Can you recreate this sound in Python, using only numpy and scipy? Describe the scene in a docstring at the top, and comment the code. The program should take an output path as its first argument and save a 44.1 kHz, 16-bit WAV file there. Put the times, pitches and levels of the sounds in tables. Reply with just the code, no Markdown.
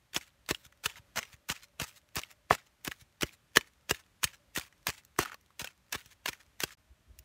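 """Outdoors, a wooden pestle pounds chillies and garlic in a coconut-shell bowl that rests on palm leaves.
Each stroke crackles through wet mash, built from clumped random clicks; knocks and thumps are ringing modes.
As the pestle lifts, the mash squelches: swelling crackle, resonant pops and tiny rising chirps.
Air hiss and a far-off hum, made from noise, lie beneath. At the end the pounding stops, the sound drops out
for an instant, and a little wind rumbles on the microphone; one last piece bursts in the mash."""
import sys
import numpy as np
from scipy import signal
from scipy.fft import rfft, irfft
from scipy.io import wavfile
from scipy.ndimage import uniform_filter1d

SR = 44100
rng = np.random.default_rng(int(sys.argv[2]) if len(sys.argv) > 2 else 0)


def pcm_store(signal):
    """Save signal as 16-bit PCM."""
    levels = np.round(np.clip(np.atleast_2d(signal), -1, 1) * 32767)
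    wavfile.write(sys.argv[1], SR, levels.astype(np.int16).T)


N = 319284
T = np.arange(16384) / SR  # the time line of one short sound, in seconds
HZ = np.fft.rfftfreq(len(T), 1 / SR)  # the frequencies in its spectrum

# The pestle strokes: it snaps a piece at first touch, sinks, crunches to the bottom, thuds the bowl and leans.
# Each row: touch in seconds, sinking time in seconds, leaning time in seconds, snap level in dB,
# snap tilt in dB per octave, mash level at the bottom in dB, mash tilt in dB per octave (also the crunch's),
# crunch level in dB, bowl level in dB, bowl pitch as a factor, ground level in dB.
STROKES = [(0.1468, 0.018, .015, -31.5, 0.5, -37, -1.5, -23.5, -27.5, 0.9, -40.5),
           (.490, 0.02, 0, -28, 0, -33.5, -1.5, -22.5, -19.5, 1.01, -31),
           (0.8387, .021, 0.0031, -44, -3, -38.5, -0.5, -21.5, -40, 1.27, -37),
           (1.1595, 0.015, .017, -42, 3, -32.5, -2.5, -27, -48, 0.79, -41.5),
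           (1.489, 0.011, .022, -35.5, 4, -35.5, -1.5, -25, -34, 0.52, -35),
           (1.8001, 0.016, 0.031, -25.5, -2.5, -41.5, -1, -30, -31.5, 0.84, -31.5),
           (2.157, .011, 0.026, -25, 6.5, -36.5, -2.5, -28, -32, .96, -31.5),
           (2.504, 0.0057, 0.041, -34, -2, -35.5, -2, -38, -17, 1.19, -26),
           (2.849, 0.029, 0, -30.5, 5.5, -40, -2, -29, -27, 0.91, -38),
           (3.2223, 0.0097, 0, -23, -1, -45, -2, -23, -18.5, 0.97, -29),
           (3.561, .0101, 0.00099, -21.5, -1.5, -34, -0.8, -12.5, -15.5, 1.05, -34.5),
           (3.896, 0.015, 0.00086, -26.5, -2, -31.5, -0.5, -19, -20.5, 1.15, -29),
           (4.233, 0.01, 0, -24, -0.5, -37.5, .5, -16, -34, 0.81, -31.5),
           (4.5629, .013, 0.01, -25, 0.5, -33.5, -.5, -36.5, -27.5, 0.913, -35.5),
           (4.870, .012, 0.021, -20.5, 4, -34.5, -2, -34, -34, 0.89, -34),
           (5.1891, 0.0015, 0.044, -22, 3, -35, -2.5, -29.5, -18.5, 0.932, -28.5),
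           (5.5959, .02, 0.0063, -31, 3, -40, -2, -40.5, -39.5, 0.81, -39),
           (5.927, 0.025, .006, -23, 1, -35.5, -3.5, -41.5, -36.5, 1.08, -37.5),
           (6.259, .0293, 0.0058, -25, 0, -40, -1, -26, -31.5, 0.9, -41.5),
           (6.6046, 0.032, 0.0082, -25.5, 0.5, -40, 0, -21, -26, 1.03, -38)]
# After each stroke the mash peels off the rising pestle, then lets go.
# Each row: letting go in seconds, peeling level in dB, letting-go level in dB, tilt in dB per octave.
LIFTS = [(.275, -54.5, -60, 0), (.656, -55.5, -52.5, 1.5), (0.976, -50.5, -49, -1.5),
         (1.334, -48.5, -52, -1), (1.636, -51, -50.5, 0.5), (1.972, -51, -53.5, 2), (2.313, -54.5, -52, 0),
         (2.67, -57, -63.5, -1), (3.011, -57, -55, 1.5), (3.336, -53, -56, 0.5), (3.673, -57.5, -60, -1),
         (4, -50, -56.5, -0.5), (4.342, -52, -52.5, -.5), (4.669, -50, -57.5, 0), (4.986, -54, -52.5, .5),
         (5.326, -49, -50.5, -3.5), (5.708, -49.5, -60.5, -1.5), (6.12, -52.5, -55, 0),
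         (6.408, -54.5, -57, -1), (6.725, -54.5, -51.5, 0)]
# Colour of the wet, sticky sounds. Each row: frequency in Hz, relative level in dB per Hz.
WET = [(100, -20), (600, -11), (1200, -1.5), (2000, 2), (3000, 0), (4500, -4), (6500, -3.5), (10000, -10.5),
       (15000, -12)]
# The brief dropout as the pounding ends: its start and end in seconds.
PAUSE = (6.752, 6.772)
SNAP_RISE_S, SNAP_DECAY_S = 0.0008, 0.002  # how fast a single breaking piece swells and dies


def amp(db):
    """Turns decibels into a gain."""
    return 10 ** (np.asarray(db) / 20)


def evened(x):
    """Scales a signal to an average (rms) strength of 1."""
    return x / np.sqrt(np.mean(x ** 2) + 1e-20)


def read(points, hz):
    """Reads a spectrum's dB at the frequencies hz, joining its points on a log frequency axis."""
    point_hz, point_db = np.transpose(points)
    return np.interp(np.log(hz + 1), np.log(point_hz), point_db)


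def tilted(points, tilt):
    """A spectrum leaned about 2500 Hz by tilt dB per octave; the lean stays constant below 300 Hz."""
    return read(points, HZ) + tilt * np.log2(np.maximum(HZ, 300) / 2500)


def ripple(order=60):
    """Broad random peaks and dips: every piece breaks in a differently shaped hollow."""
    place = np.log2(1 + HZ / 900)
    heights = np.clip(rng.standard_normal(order), -2, 2)
    return np.interp(place, np.linspace(0, place[-1], order), heights)


def coloured(x, db):
    """Filters x to the given dB at each frequency; the minimum-phase filter rings only after its cause."""
    log_gain = np.log(amp(np.r_[db, db[-2:0:-1]]))
    response = np.exp(np.conj(signal.hilbert(log_gain)))[:len(db)]
    return irfft(rfft(x) * response)


def add(mix, s, sound):
    """Mixes a sound in at s seconds."""
    part = mix[max(round(s * SR), 0):][:len(sound)]
    part += sound[:len(part)]


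def swell(half, skirt=1.5):
    """A peaked envelope with soft skirts: highest three half lengths in, at 1/e one half length away."""
    return np.exp(-abs(T / half - 3) ** skirt)


def crackle(envelope, db, grain_db, clump_db, snap=0, fibres_per_s=220, fibre_db=20):
    """Tiny clumped ruptures and a few tearing fibres under an envelope that sets their overall rms level."""
    clicks, sizes, clumps = rng.standard_normal((3, len(T)))
    clumps = evened(uniform_filter1d(clumps, size=44))  # sizes drift together over about a millisecond
    click_db = grain_db * np.clip(sizes, -2, 2) + clump_db * np.clip(clumps, -2, 2)
    torn = rng.random(len(T)) < fibres_per_s / SR
    fibres = amp(fibre_db) * torn * np.sign(clicks)
    force = (evened(clicks * amp(click_db)) + fibres) * envelope
    # one sharp extra click where the envelope peaks
    force[np.argmax(envelope)] += snap * np.linalg.norm(force)
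    return evened(coloured(force, db)) * np.sqrt(np.mean(envelope ** 2))


def ring(modes, pitch, rise):
    """Fading tones set going by a push that lasts about rise seconds; scaled to peak at 1."""
    sound = sum(amp(db - 60 * T / t60) * np.sin(2 * np.pi * hz * pitch * T) for hz, db, t60 in modes)
    sound = sound * (1 - np.exp(-T / rise))
    return sound / abs(sound).max()


def outdoors(air_db=-69.5, drift_db=0.8):
    """Still air is a faint noise that slowly drifts in level; near the end puffs of wind rumble on the microphone."""
    # Colour of the still air. Each row: frequency in Hz, relative level in dB per Hz.
    air_spectrum = [(15, -42.5), (25, -8.5), (55, 1), (84, -1.5), (451, -18), (575, -20), (754, -18),
                    (1700, -18), (2280, -19.5), (3720, -22.5), (5000, -25.5), (6380, -26), (10700, -30.5),
                    (14000, -31), (16000, -44)]
    # Puffs of wind. 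Each row: middle in seconds, half length in seconds, level in dB.
    gusts = [(6.861, .02, -60.5), (6.915, 0.017, -56), (7.004, 0.015, -62.5), (7.104, 0.027, -52),
             (7.201, 0.021, -53.5)]
    # Colour of the wind. Each row: frequency in Hz, relative level in dB per Hz.
    wind_spectrum = [(20, -14), (40, -5), (60, 8), (90, -7), (160, -25.5), (300, -23.5), (600, -42.5),
                     (1500, -61)]
    hz = np.fft.rfftfreq(N, 1 / SR)
    drift = np.interp(np.arange(N), np.linspace(0, N, 40), rng.standard_normal(40))
    hiss = evened(irfft(rfft(rng.standard_normal(N)) * amp(read(air_spectrum, hz)), N))
    out = amp(air_db + drift_db * drift) * hiss
    for s, half, db in gusts:
        rumble = evened(coloured(rng.standard_normal(len(T)), read(wind_spectrum, HZ)))
        add(out, s - 3 * half, amp(db) * swell(half) * rumble)
    return out


def hum(width_hz=28):
    """A faint far-off tone whose strength and phase waver with slow noise, so its pitch is blurred."""
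    # Pitch of the hum. Each row: time in seconds, frequency in Hz.
    hum_pitch = [(0, 562.5), (2.4, 594.5), (3.6, 571), (6.7, 567.5), (6.8, 624.5), (7.24, 638.5)]
    # Loudness of the hum. Each row: time in seconds, level in dB.
    hum_level = [(0, -87), (.95, -79), (2.3, -80), (2.8, -87), (4.15, -88), (4.45, -78), (4.8, -88),
                 (6.7, -88), (7.24, -81)]
    t = np.arange(N) / SR
    slow = signal.butter(2, width_hz, fs=SR, output="sos")
    waver = evened(signal.sosfilt(slow, rng.standard_normal((2, N))))
    phase = 2 * np.pi * np.cumsum(np.interp(t, *np.transpose(hum_pitch))) / SR
    tone = waver[0] * np.cos(phase) + waver[1] * np.sin(phase)
    return amp(np.interp(t, *np.transpose(hum_level))) * tone


def slumping(count=60, db=-63, spread_db=4, decay=.0015, tilt=1.5):
    """The mash slumps with faint sticky ticks, short fading crackles at random times until the dropout."""
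    out = np.zeros(N)
    for when, size, lean in rng.random((count, 3)):
        tick = amp(db + spread_db * (2 * size - 0.5)) * np.exp(-T / decay)
        colour = tilted(WET, tilt * (2 * lean - 1)) + 2 * ripple()
        add(out, when * PAUSE[0], crackle(tick, colour, grain_db=3.5, clump_db=1.0, snap=.7))
    return out


def burst(s, db, tilt, rise, decay, hollow_db=3.5, creak_db=-25, before=0.0063, after=.006):
    """A piece gives way at s seconds, with a quieter creak before and after; returns its start and sound."""
    # Colour of cracking seeds and pieces. Each row: frequency in Hz, relative level in dB per Hz.
    seed_spectrum = [(60, -19), (250, -13.5), (500, -8.5), (1000, -7.5), (1400, -3.5), (1750, 0.5),
                     (2150, -2), (2550, 1.5), (3300, -2.5), (4700, -5.5), (6300, -2.5), (10000, -13),
                     (14500, -11), (17000, -11.5)]
    lead = .03  # room for the creak ahead of the crack, in seconds
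    crack = np.exp(-np.maximum((lead - T) / rise, (T - lead) / decay))
    strain = amp(creak_db) * np.exp(-np.maximum((lead - T) / before, (T - lead) / after))
    colour = tilted(seed_spectrum, tilt) + hollow_db * ripple()
    return s - lead, crackle(amp(db) * (crack + strain), colour, grain_db=1.5, clump_db=4.5, snap=0.15)


def crushing(release=0.0045, hollow_db=2.5, usual_db=-24, sharper_db=12, brush_db=-9, approach=.004):
    """The mash crackles as the pestle brushes, sinks and leans; pieces burst, and harder crunches start faster."""
    # Colour of the crushed mash. Each row: frequency in Hz, relative level in dB per Hz.
    mash_spectrum = [(60, -29), (250, -16.5), (500, -13.5), (1000, -5.5), (1400, -4.5), (1800, -3.5),
                     (2200, -5), (2600, -2.5), (3300, -6.5), (4600, -7.5), (6200, -5.5), (10000, -12),
                     (14500, -13), (17000, -11.5)]
    # Pieces that slip aside and burst out of turn. 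Each row: time in seconds, level in dB, tilt in dB per octave.
    strays = [(0.1336, -41.5, -1), (2.149, -48, -3), (2.217, -42.5, 1.5), (2.528, -24, -6),
              (3.211, -31, -0.5), (3.5554, -34.5, -1), (4.5535, -36, 1.5), (4.597, -33.5, 0),
              (5.05, -47.5, 5), (5.411, -57, 5), (5.6443, -30, -0.5), (6.06, -47, 2), (6.2812, -28.5, -1.5),
              (7.1898, -40.5, 5)]
    touch_db = -4.5  # the mash is this much quieter at first touch than at the bottom
    usual_rise, crunch_decay = 0.0019, 0.0027  # seconds, for a crunch of usual_db
    out = np.zeros(N)
    lead = .02  # room for the brushing ahead of the touch, in seconds
    t = T - lead
    for s, sinking, leaning, snap_db, snap_tilt, mash_db, tilt, crunch_db, *_ in STROKES:
        brushing = np.where(t < 0, amp(brush_db) * np.exp(-abs(t) / approach), 1)
        push = amp(mash_db + np.interp(t, [0, sinking], [touch_db, 0])) * brushing
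        push = push * np.exp(-np.maximum(t - sinking - leaning, 0) / release)
        colour = tilted(mash_spectrum, tilt) + hollow_db * ripple()
        add(out, s - lead, crackle(push, colour, grain_db=8.0, clump_db=4.0))
        add(out, *burst(s, snap_db, snap_tilt, SNAP_RISE_S, SNAP_DECAY_S))
        # the rise halves for every sharper_db of extra level
        crunch_rise = usual_rise / 2 ** ((crunch_db - usual_db) / sharper_db)
        add(out, *burst(s + sinking, crunch_db, tilt, crunch_rise, crunch_decay))
    for s, db, tilt in strays:
        add(out, *burst(s, db, tilt, SNAP_RISE_S, SNAP_DECAY_S))
    return out


def knocking(focus_db=7.0, detune=0.04, length=.76):
    """Where the mash is thin, wood hits shell; a cushioned contact favours low modes, and the grip shifts them."""
    # Wood meeting the shell. Each row: time in seconds, peak level in dB, frequency in Hz the contact drives most.
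    knocks = [(.1632, -19, 3270), (0.8586, -20, 2840), (2.5086, -6.5, 945), (3.2315, -19, 2620),
              (3.5599, -20, 1990), (3.5698, -3.5, 2157), (4.232, -28.5, 1170), (4.2432, -21, 2700),
              (4.561, -29, 1515), (4.8686, -20, 1690), (5.189, -12.5, 987), (5.9264, -31.5, 1854),
              (6.2589, -22, 1660)]
    # Modes of the shell, damped by the mash and the hand, before the shifts and scalings below.
    # Each row: frequency in Hz, relative level in dB, time in seconds to fade by 60 dB.
    shell_modes = [(428, -5.5, 0.035), (780, -5, 0.016), (1130, -0.5, 0.011), (1250, -2.5, 0.0081),
                   (1800, 2.5, 0.0095), (1961, -11, 0.014), (2640, -1, 0.0091), (3330, -3.5, 0.018),
                   (5540, -7.5, .008)]
    out = np.zeros(N)
    for s, db, contact_hz in knocks:
        shifts = 1 + detune * np.clip(rng.standard_normal(len(shell_modes)), -2, 2)
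        modes = []
        for (hz, level, t60), shift in zip(shell_modes, shifts):
            driven_db = level - focus_db * np.log2(hz / contact_hz) ** 2  # weaker away from the contact's pitch
            modes.append((hz * shift, driven_db, t60 * length))
        add(out, s, amp(db) * ring(modes, 0.96, rise=0.0018))
    return out


def thudding(lag=0.0033, spread=0.034):
    """The blow drives the bowl into the leaves, the ground answers, and the bowl springs back afterwards."""
    # Modes of the whole bowl on the leaves, before each stroke's pitch factor.
    # Each row: frequency in Hz, relative level in dB, time in seconds to fade by 60 dB.
    bowl_modes = [(315, -7, .035), (362, 0, 0.034), (425, -4, 0.026), (583, -5.5, 0.03)]
    # Modes of the ground, before small pitch shifts.
    # Each row: frequency in Hz, relative level in dB, time in seconds to fade by 60 dB.
    ground_modes = [(73.4, -15, 0.074), (107, 1.5, 0.035), (150, -1, 0.013)]
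    # The bowl springing back as the pestle leaves. Each row: time in seconds, peak level in dB.
    settles = [(.660, -50), (.994, -48), (1.339, -47.5), (3.02, -48.5), (6.060, -53)]
    out = np.zeros(N)
    for s, sinking, *_, db, pitch, ground_db in STROKES:
        bottom = s + sinking
        add(out, bottom, amp(db) * ring(bowl_modes, pitch, rise=0.00048))
        ground_pitch = 1 + spread * (2 * rng.random() - 1)
        add(out, bottom + lag, amp(ground_db) * ring(ground_modes, ground_pitch, rise=0.0026))
    for s, db in settles:
        add(out, s, amp(db) * ring(ground_modes, 0.99, rise=0.0066))
    return out


def random_pops(count=3, over_db=-1, spread_db=3, usual_hz=2200, octaves=0.54, first=.012, within=.055):
    """More pops at random times as the pestle starts to rise, louder in stickier mash: rows of seconds, dB, Hz."""
    rows = []
    for (s, sinking, leaning, *_), (_, peel_db, *_) in zip(STROKES, LIFTS):
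        for when, size, pitch in rng.random((count, 3)):
            start = s + sinking + leaning + first + within * when
            level = peel_db + over_db + spread_db * (2 * size - 1)
            rows.append((start, level, usual_hz * 2 ** (octaves * (2 * pitch - 1))))
    return rows


def squelching(pocket_db=13, hollow_db=3, usual_hz=2400, pop_tilt=-.8):
    """Pops ring at their own pitch, lower ones duller; wet mash peels from the lifting pestle, clings and lets go."""
    # Single pops and bright ticks heard at their own times.
    # Each row: time in seconds, level in dB, resonance in Hz.
    pops = [(.212, -42, 2460), (0.463, -51.5, 5030), (0.547, -29, 3260), (.725, -51.5, 1850),
            (.8985, -40.5, 2580), (0.958, -43, 2100), (1.2297, -34, 2530), (1.564, -42, 2380),
            (2.235, -32, 2600), (2.9143, -34.5, 2500), (2.9182, -29.5, 2030), (3.292, -47, 2400),
            (3.61, -35, 2800), (3.946, -38, 2720), (4.2749, -35.5, 2710), (4.612, -37, 2400),
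            (4.726, -52.5, 2000), (5.163, -51.5, 1820), (5.2509, -34.5, 1505), (5.2576, -29.5, 1480),
            (5.297, -39.5, 1350), (5.319, -36.5, 1434), (5.331, -43, 1370), (5.344, -38, 1070),
            (5.505, -54.5, 1140), (5.6734, -33.5, 2795), (6.331, -35, 2153), (6.707, -43.5, 2000)]
    pop_decay = .0025  # seconds
    peel_lag, peel_half, free_half = .036, .022, .0115  # seconds: peak after leaning ends, then half lengths
    cling_db, cling_share = -12, 0.48  # level against the two around it, half length as a share of their gap
    out = np.zeros(N)
    for s, db, hz in pops + random_pops():
        # a wet colour slid towards the pop's pitch, plus its own resonance
        resonance = pocket_db / (1 + ((HZ - hz) / (.25 * hz)) ** 2)
        pocket = read(WET, HZ * np.sqrt(usual_hz / hz)) + resonance
        pocket = pocket + pop_tilt * np.log2(np.maximum(HZ / hz, 1))
        pop = amp(db) * np.exp(-T / pop_decay)
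        add(out, s, crackle(pop, pocket + hollow_db * ripple(), grain_db=6, clump_db=0.5, snap=0.79))
    for (touch, sinking, leaning, *_), (free, peel_db, free_db, tilt) in zip(STROKES, LIFTS):
        peeling = touch + sinking + leaning + peel_lag
        cling_half = cling_share * abs(free - peeling)
        phases = [(peeling, peel_half, peel_db),
                  ((peeling + free) / 2, cling_half, (peel_db + free_db) / 2 + cling_db),
                  (free, free_half, free_db)]
        for s, half, db in phases:
            colour = tilted(WET, tilt) + hollow_db * ripple()
            add(out, s - 3 * half, crackle(amp(db) * swell(half), colour, grain_db=6.5, clump_db=3.5))
    return out


def bubbles(count=7, db=-56, spread_db=4):
    """After each stroke tiny bubbles burst in the juice, each a few cycles of rising pitch; later ones are quieter."""
    out = np.zeros(N)
    for s, sinking, *_ in STROKES:
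        for when, size, pitch in rng.random((count, 3)):
            hz, delay = 1400 * 4 ** pitch, .03 + .11 * when  # starting pitch, seconds after the bottom
            blip = np.exp(-T * hz / 2.5) * np.sin(2 * np.pi * hz * T * (1 + 15 * T))
            level = db + spread_db * (4.5 * size - 1.5) - 10 * when
            add(out, s + sinking + delay, amp(level) * blip)
    return out


def scatter(x, near_db=-17, near_t60=0.058, far_db=-35, far_t60=0.28):
    """Quick reflections from leaves and ground, then a faint, recoloured return from the trees: fading noise."""
    near, far = rng.standard_normal((2, len(T))) * (T > .002)  # nothing returns in the first 2 ms
    near = near * amp(-60 * T / near_t60)
    far_colour = read([(100, 4), (1500, -5), (6000, 2), (15000, -4.5)], HZ)  # Hz, dB
    far = coloured(far * amp(-60 * T / far_t60), far_colour)
    echoes = amp(near_db) * near / np.linalg.norm(near) + amp(far_db) * far / np.linalg.norm(far)
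    return signal.fftconvolve(x, echoes)[:N]


def scene():
    """The pounding, close by, with its echoes, in open air."""
    pounding = crushing() + knocking() + thudding() + squelching() + bubbles() + slumping()
    return (pounding + scatter(pounding) + outdoors() + hum())[None]


def record(dry, low_hz=48, edge_hz=15750):
    """Deep bass is shed, the sound drops out for an instant as the pounding ends, and the top treble is cut."""
    t = np.arange(N) / SR
    sound = signal.sosfilt(signal.butter(3, low_hz, "high", fs=SR, output="sos"), dry)
    silent = (t > PAUSE[0]) & (t < PAUSE[1])
    heard = uniform_filter1d(1. - silent, size=64)  # softens the edges of the dropout
    low_pass = signal.firwin(511, edge_hz, window=("kaiser", 9), fs=SR)
    return signal.oaconvolve(sound * heard, low_pass[None], "same")


dry = scene()
out = record(dry)
pcm_store(out)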